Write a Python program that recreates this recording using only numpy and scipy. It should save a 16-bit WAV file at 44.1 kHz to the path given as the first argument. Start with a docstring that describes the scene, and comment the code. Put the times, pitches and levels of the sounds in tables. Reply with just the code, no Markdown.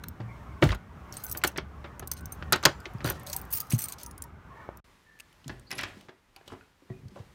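"""A bunch of keys clinks and chatters as a hand works it in a front door lock at night: noise and short rings.
The bolt and door knock too, as cracks of noise over ringing modes; soft bumps are sagging tones.
Behind them a street murmurs: shaped noise under a faint engine hum. Then comes a very short silence.
After it we are in a quiet stairwell: a latch, bright ticks, small squeaks, soft steps and cloth.
Both places have a short, dull echo made of fading noise."""
import sys
import numpy as np
from scipy import signal
from scipy.fft import rfft, irfft
from scipy.io import wavfile
from scipy.ndimage import uniform_filter1d

SR = 44100
rng = np.random.default_rng(int(sys.argv[2]) if len(sys.argv) > 2 else 0)


def generate_wav(sig):
    """Save sig (samples, or channels by samples) to the path in sys.argv[1] as 16-bit PCM at SR."""
    pcm = np.round(np.clip(np.atleast_2d(sig).T, -1, 1) * 32767).astype(np.int16)
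    wavfile.write(sys.argv[1], SR, pcm)


N = 324038
TIME = np.arange(N) / SR


def undb(db):
    """Turns decibels into a factor for the wave."""
    return 10 ** (np.asarray(db) / 20)


def rms_one(x):
    """Scales a sound to an average strength (rms) of 1."""
    return x / np.sqrt(np.mean(x ** 2))


def peak_at(x, db):
    """Scales the loudest 3 ms to a level."""
    return x * undb(db) / np.sqrt(np.max(uniform_filter1d(x ** 2, size=128)))


def fade(t, t60):
    """Dies away by 60 dB in t60 seconds, as ringing things do; t60 is kept within 0.004 to 2 s."""
    return np.exp(-np.log(1000) * t / np.clip(t60, .004, 2))


def build_up(t, rise_s):
    """Softens the start, since a thing needs a moment to get moving."""
    return 1 - np.exp(-t / rise_s)


def add(track, s, sound):
    """Mixes a sound into the track at a time."""
    i = int(s * SR)
    track[i:i + len(sound)] += sound[:N - i]


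def hiss_like(t):
    """Plain random noise, as long as t."""
    return rng.standard_normal(len(t))


def wobble(size, smooth):
    """Smoothed random ups and downs, rms 1; smooth is in samples."""
    return rms_one(uniform_filter1d(rng.standard_normal(size), size=smooth))


def noise(colour, size=N):
    """Noise whose spectrum follows (frequency [Hz], level [dB]) points, rms 1."""
    hz, db = np.transpose(colour)
    bins = np.arange(size // 2 + 1) * SR / size + 1
    shape = undb(np.interp(np.log(bins), np.log(hz), db))
    return rms_one(irfft(rfft(rng.standard_normal(size)) * shape, size))


def band(x, lo_hz, hi_hz):
    """Keeps the pitches between two limits."""
    return signal.sosfilt(signal.butter(2, [lo_hz, hi_hz], "bandpass", fs=SR, output="sos"), x)


def walk(rate):
    """Random levels, each held for 1 / rate seconds, with smooth slides between them."""
    k = int(SR / rate)
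    held = np.repeat(rng.standard_normal(N // k + 1), k)
    return 1.72 * uniform_filter1d(held, k)[:N]


def ring(hz, db, t60, t, scatter_db, detune):
    """Decaying modes; each blow lands elsewhere and is held otherwise, so strength, pitch and phase vary."""
    luck = rng.standard_normal((len(hz), 3))
    gain = undb(db + scatter_db * luck[:, 0])
    pitch = hz * (1 + detune * luck[:, 1])
    wave = np.sin(2 * np.pi * np.outer(pitch, t) + np.pi * luck[:, 2:])
    return gain @ (wave * fade(t, np.reshape(t60, (-1, 1))))


def echo(x, t60, db, top_hz):
    """Many blurred reflections: a dull tail of fading noise, its treble falling above top_hz."""
    t = np.arange(SR) / SR
    tail = noise([(100, 0), (top_hz, 0), (16000, -18)], size=SR) * fade(t, t60) * build_up(t, 0.002)
    return undb(db) * signal.fftconvolve(x, tail / np.sqrt(np.sum(tail ** 2)))[:N]


# Engine hum: (time [s], pitch [Hz], level [dB])
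ENGINE_HUM = [(1.2, 66.4, -56), (1.546, 65.76, -47.5), (2.044, 76.7, -51.5), (2.65, 80.2, -47)]


def engine_hum():
    """A distant engine: one low tone whose pitch and level waver."""
    when, hum_hz, hum_db = np.transpose(ENGINE_HUM)
    pitch = np.interp(TIME, when, hum_hz) * (1 + 0.024 * walk(13))
    # silent (-90 dB) before the first point and after the last
    swell = undb(np.interp(TIME, when, hum_db, left=-90, right=-90) + 2.2 * walk(10))
    return np.sqrt(2) * uniform_filter1d(swell, size=4096) * np.sin(2 * np.pi * np.cumsum(pitch) / SR)


# Traffic murmur: (time [s], rumble level [dB], tyre hiss level [dB], treble of the hiss [dB])
TRAFFIC = [(0, -46.5, -51.5, -2), (.4, -48, -54, -0.5), (1.7, -47.5, -53, -2), (2.5, -47, -52, -1),
           (3.8, -49, -51, -1.5), (4.8, -52.5, -55, -4.5)]
# Spectrum of the murmur: (frequency [Hz], level per Hz [dB])
TRAFFIC_COLOUR = [(15, -42), (25, -17), (64, 3.5), (180, -5), (354, -16), (405, -14.5), (503, -20),
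                  (1190, -17.5), (2410, -30.5), (2610, -32), (4870, -43), (5280, -40.5), (10100, -49),
                  (15300, -48.5), (16000, -58)]


def street():
    """Traffic noise: rumble and tyre hiss swell on their own; the hiss wavers band by band."""
    s, rumble_db, hiss_db, treble_db = np.transpose(TRAFFIC)
    far = noise(TRAFFIC_COLOUR)
    low = signal.sosfiltfilt(signal.butter(2, 400, fs=SR, output="sos"), far)
    rumble = rms_one(low) * undb(np.interp(TIME, s, rumble_db) + 2.0 * walk(19))
    hiss = far - low
    for hz in (588.6, 750, 944, 1080, 1272, 1506, 1820, 2200):
        hiss = hiss + (undb(3.2 * walk(18)) - 1) * band(far, hz * .94, hz * 1.06)
    treble = signal.sosfiltfilt(signal.butter(2, 3500, "highpass", fs=SR, output="sos"), far)
    hiss = hiss + (undb(np.interp(TIME, s, treble_db)) - 1) * treble
    hiss = rms_one(hiss) * undb(np.interp(TIME, s, hiss_db) + 1.3 * walk(4))
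    return rumble + engine_hum() + hiss


# Spectrum of the stairwell air: (frequency [Hz], level per Hz [dB])
AIR_COLOUR = [(15, -18), (25, 8.5), (120, 2), (734, -9.5), (863, -6), (1020, -5), (1480, -8), (2050, -8.5),
              (2550, -11.5), (2990, -13), (4370, -16), (15300, -28.5), (16000, -41)]
AIR_DB = -63


def stairwell_air():
    """The quiet of the stairwell: soft shaped noise with a slightly wavering level."""
    return undb(AIR_DB + 1.2 * walk(6)) * noise(AIR_COLOUR)


# Strokes of metal and cloth: (start [s], strongest [s], end [s], rub level [dB], rumble level [dB])
# A row that ends before it starts makes no sound.
STROKES = [(0.618, 0.627, 0.76, -35, -25.5), (2.66, 2.69, 2.53, -45, -48), (3.038, 3.065, 3.23, -42, -36),
           (5.467, 5.51, 5.68, -58, -46), (5.698, 5.778, 6.1, -48, -53), (6.345, 6.384, 6.33, -55, -62.5),
           (6.46, 6.53, 6.55, -53.5, -54.5), (6.888, 6.925, 7.6, -74, -54),
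           (7.106, 7.185, 7.25, -58.5, -63)]
# Spectra of rub and rumble: (frequency [Hz], level per Hz [dB])
FRICTION_COLOUR = [(200, 8), (600, 3.5), (1800, -6.5), (4000, -6.5), (8000, -14), (15000, -25.5)]
SHAKEN_WOOD_COLOUR = [(25, -17), (55, 1), (150, -5), (350, -12.5), (700, -24.5), (2000, -51)]
STROKE_START_DB, STROKE_END_DB = -9, -18  # below the strongest moment


def rubbing():
    """Uneven friction noise over a rumble of shaken wood; each stroke swells and dies away."""
    gain = np.zeros((2, N))
    for start, top, end, rub_db, rumble_db in STROKES:
        inside = (TIME >= start) & (TIME <= end)
        shape_db = np.interp(TIME[inside], [start, top, end], [STROKE_START_DB, 0, STROKE_END_DB])
        gain[:, inside] = undb(shape_db + np.array([[rub_db], [rumble_db]]))
    rub_gain, rumble_gain = uniform_filter1d(gain, size=128)
    uneven = undb(0.75 * walk(150) + 1.2 * walk(40))
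    return noise(FRICTION_COLOUR) * uneven * rub_gain + noise(SHAKEN_WOOD_COLOUR) * rumble_gain


# Thin squeaks: (time [s], length [s], start pitch [Hz], end pitch [Hz], level [dB])
SQUEAK_EVENTS = [(5.045, .23, 1790, 1735, -57), (5.668, 0.04, 4750, 4710, -58),
                 (5.66, 0.05, 4350, 4350, -58), (5.712, 0.029, 10340, 10470, -46),
                 (5.743, 0.053, 11000, 11200, -48), (6.894, 0.042, 1897, 1915, -55),
                 (6.922, 0.085, 2456, 2466, -63)]


def squeaks():
    """Rubbing parts stick and slip, so pitch trembles and level throbs while each squeak dies away."""
    out = np.zeros(N)
    for s, length, start_hz, end_hz, db in SQUEAK_EVENTS:
        size = int(length * SR)
        tremble = 1 + 0.14 * uniform_filter1d(rng.standard_normal(size), size=40)
        hz = np.linspace(start_hz, end_hz, size) * tremble
        throb = 1 + .45 * rms_one(band(rng.standard_normal(size), 30, 70))
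        shape = signal.windows.tukey(size, .4) * undb(np.linspace(0, -8.0, size)) * throb
        add(out, s, undb(db) * shape * np.sin(2 * np.pi * np.cumsum(hz) / SR))
    return out


# Small hard parts indoors: (time [s], peak level [dB], ring pitch [Hz])
TICK_EVENTS = [(5.1905, -53, 2495), (5.1994, -42, 2590), (5.204, -39.5, 2666), (5.328, -57, 3000),
               (5.444, -60, 3110), (5.48, -38.5, 7000), (5.5965, -51.5, 8740), (5.7063, -40, 2090),
               (5.715, -29.5, 5300), (5.727, -42, 5300), (5.7818, -35.5, 5200), (5.789, -36, 5870),
               (5.812, -39, 5270), (5.833, -38, 5100), (6.01, -51, 3180), (6.363, -46, 4530),
               (6.4779, -45.5, 3410), (7.0825, -58.5, 4440)]
SNAP_T60_S, TICK_RING_T60_S = 0.017, 0.0097


def ticks():
    """Small hard parts touch: a bright snap of noise with one short ring."""
    out, t = np.zeros(N), np.arange(4096) / SR
    for s, tick_db, hz in TICK_EVENTS:
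        snap = band(hiss_like(t) * fade(t, SNAP_T60_S), 2500, 12500)
        tone = np.sin(2 * np.pi * hz * t) * fade(t, TICK_RING_T60_S)
        add(out, s, peak_at(peak_at(snap, -3.0) + peak_at(tone, 0), tick_db))
    return out


# Dull bumps and taps: (time [s], peak level [dB], pitch [Hz], t60 [s])
BUMP_EVENTS = [(0.2, -34.5, 118, 0.45), (0.63, -16.5, 144, 0.14), (0.63, -21.5, 300, 0.1),
               (0.66, -17, 55, 0.1), (0.7, -20, 54, 0.15), (2.658, -34.5, 142, 0.31),
               (2.864, -39, 365, 0.044), (3.046, -29, 124, 0.16), (2.95, -31, 110, 0.051),
               (3.734, -17, 123, 0.087), (4.69, -27.5, 440, 0.0035), (5.46, -39.5, 145, 0.17),
               (5.495, -39.5, 340, 0.06), (5.803, -46, 96.8, 0.53), (6.086, -51, 970, 0.03),
               (6.522, -46.5, 100, 0.16), (6.904, -33, 120.6, 0.065), (7.2, -38, 95, 0.07),
               (7.034, -45.5, 130, 0.16), (7.054, -38, 95, 0.078), (7.119, -48.5, 200, 0.13),
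               (6.901, -43, 383, 0.11), (7.163, -43.5, 575, 0.064), (7.195, -53, 490, 0.097),
               (6.522, -45.5, 274, .15), (6.61, -49.5, 1480, 0.029), (5.97, -44, 194, 0.063),
               (6.366, -53.5, 800, 0.077), (6.822, -55, 300, 0.074), (2.658, -20, 340, 0.06)]


def bumps():
    """A soft thing lands: a tone that sags, with a weaker neighbour; it builds up over part of a cycle."""
    out, t = np.zeros(N), np.arange(16384) / SR
    for s, peak_db, hz, t60 in BUMP_EVENTS:
        sag = 1 + 0.48 * np.exp(-t * hz / 1.3)
        tone = np.sin(2 * np.pi * hz * t * sag) + 0.32 * np.sin(2 * np.pi * 1.7 * hz * t)
        add(out, s, peak_at(tone * fade(t, t60) * build_up(t, 0.23 / hz), peak_db))
    return out


# Modes of the panel, levels and t60 before knock() adapts them: (frequency [Hz], level [dB], t60 [s])
WOOD_MODES = [(150, -16, 0.87), (344.5, -5.5, 0.27), (552, -22.5, 0.13), (730, -30, 0.067),
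              (930, -34.5, 0.068), (1010, -35.5, 0.069), (1240, -38, 0.14), (1290, -34, 0.11),
              (1384, -10, 0.0052), (1450, -29.5, 0.059), (1680, -36, 0.52)]


def knock(clack_db, clack_hz, panel_db, t60):
    """A gritty crack with one leading resonance; the panel under it answers a little later."""
    t = np.arange(8192) / SR
    # loose parts bounce, so the tail of the crack comes in lumps
    lumps = undb(3.0 * np.tanh(t / .004) * wobble(len(t), 80))
    grit = hiss_like(t) * lumps * fade(t, t60) * build_up(t, 0.00053)
    broad = band(band(grit, 760, min(2.41 * clack_hz, 7000)), 300, min(3.0 * clack_hz, 7000))
    leading = band(grit * fade(t, t60), .8 * clack_hz, 1.25 * clack_hz)
    clack = peak_at(broad, -3.0) + peak_at(leading, 0)
    hz, db, ring_t60 = np.transpose(WOOD_MODES)
    wood = ring(hz, 0.68 * db, np.minimum(ring_t60, 0.47 * t60), t, 0.72, 0.053) * build_up(t, 0.0016)
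    rattle = band(hiss_like(t), 230, 930) * fade(t, 1.4 * t60)
    panel = peak_at(wood, 0) + peak_at(rattle, 0.061)
    return peak_at(clack, clack_db) + peak_at(panel, panel_db)


# Blows on lock, door, latch and stairs:
# (time [s], clack peak level [dB], clack pitch [Hz], panel peak level [dB], t60 [s])
BLOWS = [(0.038, -38.5, 1470, -48, 0.018), (0.202, -49.5, 1900, -39.5, 0.11),
         (0.624, -16.5, 1450, -14.5, 0.083), (0.638, -33, 3500, -38, 0.03), (0.651, -37, 1230, -39, 0.04),
         (0.672, -41, 1600, -49, 0.034), (0.69, -31, 1650, -46, 0.053), (0.705, -30.5, 1700, -44, 0.037),
         (0.718, -34, 2890, -34, 0.036), (0.724, -30.5, 1110, -38, 0.079), (0.746, -40, 1430, -47, 0.054),
         (1.349, -37.5, 1610, -43, 0.04), (1.359, -51, 2140, -40.5, 0.079), (1.416, -45, 2320, -50, 0.061),
         (1.437, -18, 1680, -35, 0.032), (1.445, -21.5, 1600, -24, 0.039), (1.471, -50, 2700, -36.5, 0.085),
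         (1.56, -36.5, 1590, -43, 0.13), (1.582, -27, 1740, -27.5, 0.059), (1.842, -41, 1420, -41.5, 0.094),
         (1.996, -43.5, 1430, -45, 0.056), (2.024, -46, 1540, -38.5, 0.073),
         (2.116, -35.5, 4700, -49, 0.033), (2.424, -36, 1560, -39, 0.037),
         (2.523, -17.5, 1510, -27.5, 0.079), (2.528, -16, 4050, -24, 0.043), (2.535, -23, 1500, -24.5, 0.1),
         (2.558, -32, 1266, -29.5, 0.028), (2.628, -31.5, 1230, -58, 0.2),
         (2.636, -31.5, 4200, -37.5, 0.043), (2.653, -9.5, 3630, -21.5, 0.037),
         (2.655, -12, 1540, -22, 0.046), (2.664, -24, 1060, -17.5, 0.057), (2.692, -43, 2620, -34, 0.042),
         (2.855, -34, 2050, -46, 0.049), (3.005, -40.5, 1800, -50, 0.063), (3.046, -31, 1290, -27.5, 0.11),
         (3.07, -31.5, 1620, -36, 0.1), (3.087, -34, 1650, -43, 0.066), (3.104, -30.5, 1420, -33.5, 0.069),
         (3.27, -41.5, 3570, -49, 0.037), (3.332, -33.5, 4200, -62, 0.011), (3.526, -49, 4670, -64, 0.085),
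         (3.571, -41.5, 4700, -61.5, 0.12), (3.717, -36.5, 2455, -43.5, 0.1),
         (5.442, -54.5, 2970, -63, 0.052), (5.478, -47, 3900, -49.5, 0.12),
         (5.494, -38, 1730, -41.5, 0.069), (5.707, -42, 2150, -47.5, 0.068),
         (5.712, -35.5, 1920, -50, 0.089), (5.726, -37.5, 2180, -41, 0.059),
         (5.783, -33.5, 2300, -49, 0.078), (5.79, -29, 1850, -45, 0.07), (5.805, -37, 2330, -60, 0.054),
         (5.819, -37, 2050, -61, 0.033), (5.834, -29, 1540, -37, 0.05), (5.835, -32.5, 2340, -59, 0.057),
         (5.852, -46, 2260, -43.5, 0.03), (5.866, -54.5, 2450, -48.5, 0.051),
         (6.01, -58.5, 3150, -72, 0.057), (6.085, -51, 1970, -48, 0.044), (6.092, -50.5, 1894, -47, 0.054),
         (6.362, -50, 2446, -57.5, 0.068), (6.411, -60, 1850, -52, 0.036),
         (6.478, -46.5, 3064, -48.5, 0.049), (6.501, -49, 1260, -56, 0.052), (6.519, -48, 1250, -40, 0.053),
         (6.534, -50, 1200, -42.5, 0.1), (6.9, -61.5, 1826, -51.5, 0.052),
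         (7.083, -59.5, 4330, -60.5, 0.04), (7.158, -58.5, 2076, -46, 0.041),
         (7.172, -58, 1466, -47, 0.055), (7.19, -62, 2090, -56, 0.053)]


def knocks():
    """Hard parts hit each other, outdoors and in the stairwell; each blow is one knock."""
    out = np.zeros(N)
    for s, *blow in BLOWS:
        add(out, s, knock(*blow))
    return out


# Blows that leave the bolt free to ring: (time [s], peak level [dB])
BOLT_BLOWS = [(2.523, -52), (2.654, -43.5)]
# Modes of the bolt: (frequency [Hz], level [dB], t60 [s])
BOLT_TONES = [(4500, -14.5, 0.53), (5825, 1.5, 0.2), (6040, 0, 0.33), (3020, -5.5, 0.4), (7181, -4, 0.6),
              (7418, -8, 0.3), (8032, -10, 0.32), (8990, -7.5, 0.2), (10280, -21, 0.29), (11460, -16, 0.21)]


def bolt():
    """The freed bolt rings in its metal modes, and being loose it flutters."""
    out, t = np.zeros(N), np.arange(16384) / SR
    hz, mode_db, t60 = np.transpose(BOLT_TONES)
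    for s, db in BOLT_BLOWS:
        flutter = undb(3.5 * walk(150)[:len(t)])
        add(out, s, peak_at(ring(hz, mode_db, t60, t, 1.3, 0.0016) * flutter, db))
    return out


# Keys sliding on each other until the hand stops them:
# (start [s], end [s], level [dB], brightness [dB per octave])
SLIDES = [(1.13, 1.165, -55, -6), (1.164, 1.207, -53.5, -4), (1.205, 1.24, -60, -4), (1.236, 1.26, -41, 15),
          (1.269, 1.365, -53, 0.5), (1.369, 1.395, -43, 11), (1.444, 1.495, -51.5, -3),
          (2.116, 2.14, -50, 13), (2.165, 2.197, -56.5, -9), (2.326, 2.359, -62, 3.5),
          (3.047, 3.126, -45.5, -5), (3.26, 3.365, -49.5, -2), (3.333, 3.35, -44, 1),
          (3.361, 3.403, -46.5, 6), (3.407, 3.502, -69, -1), (3.503, 3.546, -49, 4.5),
          (3.523, 3.591, -32, 10.5), (3.599, 3.623, -41, 5.5), (3.62, 3.7, -63, -2),
          (3.696, 3.772, -45, -1), (3.778, 3.866, -39.5, 2), (3.862, 3.885, -60.5, -4),
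          (3.882, 3.92, -48.5, -1.5), (3.92, 3.944, -49.5, -4), (3.979, 4.059, -55, -8)]
# Modes of the keys, levels before chatter() and clinks() flatten them: (frequency [Hz], level [dB])
KEY_TONES = [(4290, -19), (4870, -13), (5630, -13), (6220, -10), (6420, -10), (8040, -9), (8800, -5),
             (9940, -11), (10900, -11), (11900, -8), (12200, -4), (13600, 0), (13900, -1), (14500, -3),
             (15200, -11)]
CONTACTS_PER_S = 6000


def chatter():
    """Thousands of tiny contacts a second, in clusters; now one key, now another takes the ring."""
    out = np.zeros(N)
    for start, end, level_db, tilt_db in SLIDES:
        size = int((end - start) * SR)
        hits = rng.random(size) < CONTACTS_PER_S / SR
        contacts = hits * undb(1.4 * rng.exponential(size=size)) * rng.standard_normal(size)
        contacts = contacts * undb(2.0 * wobble(size, 120))  # clusters
        contacts = contacts * signal.windows.tukey(size, .15) * np.linspace(1, .35, size)
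        contacts = np.append(contacts, np.zeros(1024))  # room to ring out
        bright = rms_one(band(contacts, np.clip(5500 * undb(tilt_db), 2500, 11000), 16500))
        scrape = rms_one(band(contacts, 1600, 6500))  # duller, weaker when the slide is bright
        burst = 1.6 * bright + undb(-2 - 0.66 * tilt_db) * scrape
        for hz, db in KEY_TONES:
            turn = undb(4.0 * wobble(len(contacts), 300))
            hz = hz * (1 + 0.034 * rng.standard_normal())
            key_db = .3 * db - 6.0 + tilt_db * np.log2(hz / 1e4)
            burst = burst + undb(key_db) * rms_one(band(contacts * turn, hz - 260, hz + 260))
        add(out, start, rms_one(burst) * undb(level_db))
    return out


# Keys that swing free after a touch: (time [s], pitch [Hz], peak level [dB], t60 [s])
SWINGING_KEYS = [(1.169, 8800, -37, 0.038), (1.297, 10900, -46, .05), (1.314, 5600, -45, .06),
                 (2.116, 6200, -32, 0.021), (2.171, 8780, -54, 0.098), (2.324, 8800, -40.5, 0.04),
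                 (2.324, 6300, -43, 0.031), (1.476, 14400, -41, 0.045), (1.478, 9100, -42, 0.048),
                 (1.478, 2710, -45, 0.054), (1.478, 5970, -45, 0.049), (3.526, 6400, -47, .05),
                 (3.538, 4870, -42.5, 0.065), (3.538, 5530, -43, .07), (3.572, 8850, -37, 0.05),
                 (3.603, 4850, -40, 0.034), (3.723, 8900, -39.5, 0.1), (3.745, 6420, -47, 0.067),
                 (3.723, 6450, -42, .07), (3.789, 8080, -39, .06), (3.79, 12100, -36, 0.064),
                 (3.839, 8820, -30.5, 0.044), (4.063, 9430, -57, 0.16), (4.063, 8800, -63, .12),
                 (4.063, 15500, -54, 0.092)]


def free_keys():
    """A key that nothing holds rings on as one pure tone."""
    out, t = np.zeros(N), np.arange(4096) / SR
    for s, hz, db, t60 in SWINGING_KEYS:
        tone = np.sin(2 * np.pi * hz * t) * fade(t, t60) * build_up(t, 0.00051)
        add(out, s, peak_at(tone, db))
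    return out


# Keys striking each other: (time [s], peak level [dB], loudest ring [Hz])
KEY_STRIKES = [(0.0376, -40.5, 4170), (0.0843, -33.5, 13300), (0.6394, -34, 4200), (0.6888, -43, 6000),
               (0.748, -46, 6800), (1.1246, -37.5, 5560), (1.1404, -48, 13800), (1.169, -34.5, 8800),
               (1.239, -34.5, 13400), (1.2655, -37, 14000), (1.297, -36, 13700), (1.314, -29.5, 13300),
               (1.324, -27.5, 14000), (1.3738, -29.5, 13900), (1.438, -23, 7470), (1.4472, -28.5, 4400),
               (1.4708, -32, 9500), (1.4752, -24, 13300), (1.517, -57, 6000), (1.5756, -33.5, 5750),
               (1.58, -41, 4570), (1.9952, -36, 10900), (2.074, -33.5, 13300), (2.1151, -24.5, 13730),
               (2.1354, -39, 13300), (2.17, -59, 8780), (2.2084, -49.5, 8700), (2.2567, -36, 14300),
               (2.3218, -34.5, 14200), (2.524, -16.5, 11500), (2.527, -21.5, 6140), (2.5596, -36, 4470),
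               (2.628, -43, 7500), (2.634, -49, 9840), (2.6527, -15, 4280), (2.657, -14.5, 6700),
               (2.8023, -51, 4800), (2.936, -56.5, 11560), (2.984, -56.5, 5200), (3.0447, -31.5, 3970),
               (3.0598, -34, 14100), (3.0756, -35, 4570), (3.0999, -23.5, 12200), (3.122, -43, 11800),
               (3.197, -46.5, 9000), (3.233, -49, 12200), (3.266, -43, 9010), (3.299, -38, 13100),
               (3.3, -37.5, 4340), (3.3245, -50, 5960), (3.3299, -28.5, 7040), (3.3643, -23.5, 12650),
               (3.4147, -38, 15000), (3.4516, -51, 12400), (3.526, -28.5, 13600), (3.5374, -34, 13800),
               (3.5565, -38, 13500), (3.603, -26.5, 14200), (3.631, -53, 14400), (3.7055, -31.5, 11000),
               (3.723, -28, 14500), (3.7462, -38, 6270), (3.7886, -32, 8200), (3.819, -31, 8800),
               (3.8403, -28, 8800), (3.885, -33.5, 8200), (3.923, -32.5, 8970), (3.9843, -47, 5400),
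               (4.013, -50.5, 6450), (4.0328, -35.5, 10800), (4.0625, -37, 9540), (4.111, -45, 10200),
               (4.179, -43.5, 10000), (4.2215, -31.5, 9600), (4.2389, -44, 11050), (4.772, -47.5, 13130)]
# a light touch leaves a key ringing; a hard blow presses it into the fingers:
# above LIGHT_DB the ring halves every HALVES_DB
KEY_T60_S, LIGHT_DB, HALVES_DB = 0.023, -26.5, 39.5


def clinks():
    """A tick, a ping from the struck key and short modes of its neighbours, all damped by the fingers."""
    out, t = np.zeros(N), np.arange(4096) / SR
    hz, db = np.transpose(KEY_TONES)
    for s, peak_db, lead_hz in KEY_STRIKES:
        t60 = KEY_T60_S * 2 ** (-max(peak_db - LIGHT_DB, 0) / HALVES_DB)
        # modes far from the struck one are hardly reached
        reach_db = -5.0 * np.abs(np.log2(hz / lead_hz))
        bunch = ring(hz, .4 * db + reach_db, np.full(len(hz), .9 * t60), t, 8.0, .03)
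        ping = band(hiss_like(t) * fade(t, t60), .95 * lead_hz, 1.05 * lead_hz)
        # the touch stutters, so its fading comes in lumps
        lumps = undb(4.0 * wobble(len(t), 60))
        tick = band(hiss_like(t) * lumps, max(.45 * lead_hz, 3000), min(2.2 * lead_hz, 16500))
        tick = tick * fade(t, .7 * t60)
        clink = peak_at(bunch, 0) + peak_at(ping, -3.0) + peak_at(tick, -2.0)
        add(out, s, peak_at(clink, peak_db))
    return out


STREET_ENDS_S, HALL_STARTS_S = 4.803, 4.842


def scene():
    """The street door first, then a very short silence, then the stairwell."""
    things = rubbing() + bumps() + knocks() + bolt() + chatter() + free_keys() + clinks()
    outside = np.clip((STREET_ENDS_S - TIME) / .004, 0, 1)
    inside = np.clip((TIME - HALL_STARTS_S) / .002, 0, 1)
    porch = things + echo(things, 0.17, -18.5, 3000) + street()
    stairs = things + echo(things * inside, 0.35, -13.0, 2300) + stairwell_air()
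    stairs = stairs + ticks() + squeaks()  # close and dry, so no echo
    return (outside * porch + inside * stairs)[None]


def record(dry):
    """Drops the deepest bass, rounds the loudest peaks and cuts the top."""
    thin = signal.sosfilt(signal.butter(3, 33, "highpass", fs=SR, output="sos"), dry)
    return signal.sosfilt(signal.ellip(10, .2, 80, 15900, fs=SR, output="sos"), np.tanh(thin))


dry = scene()
out = record(dry)
generate_wav(out)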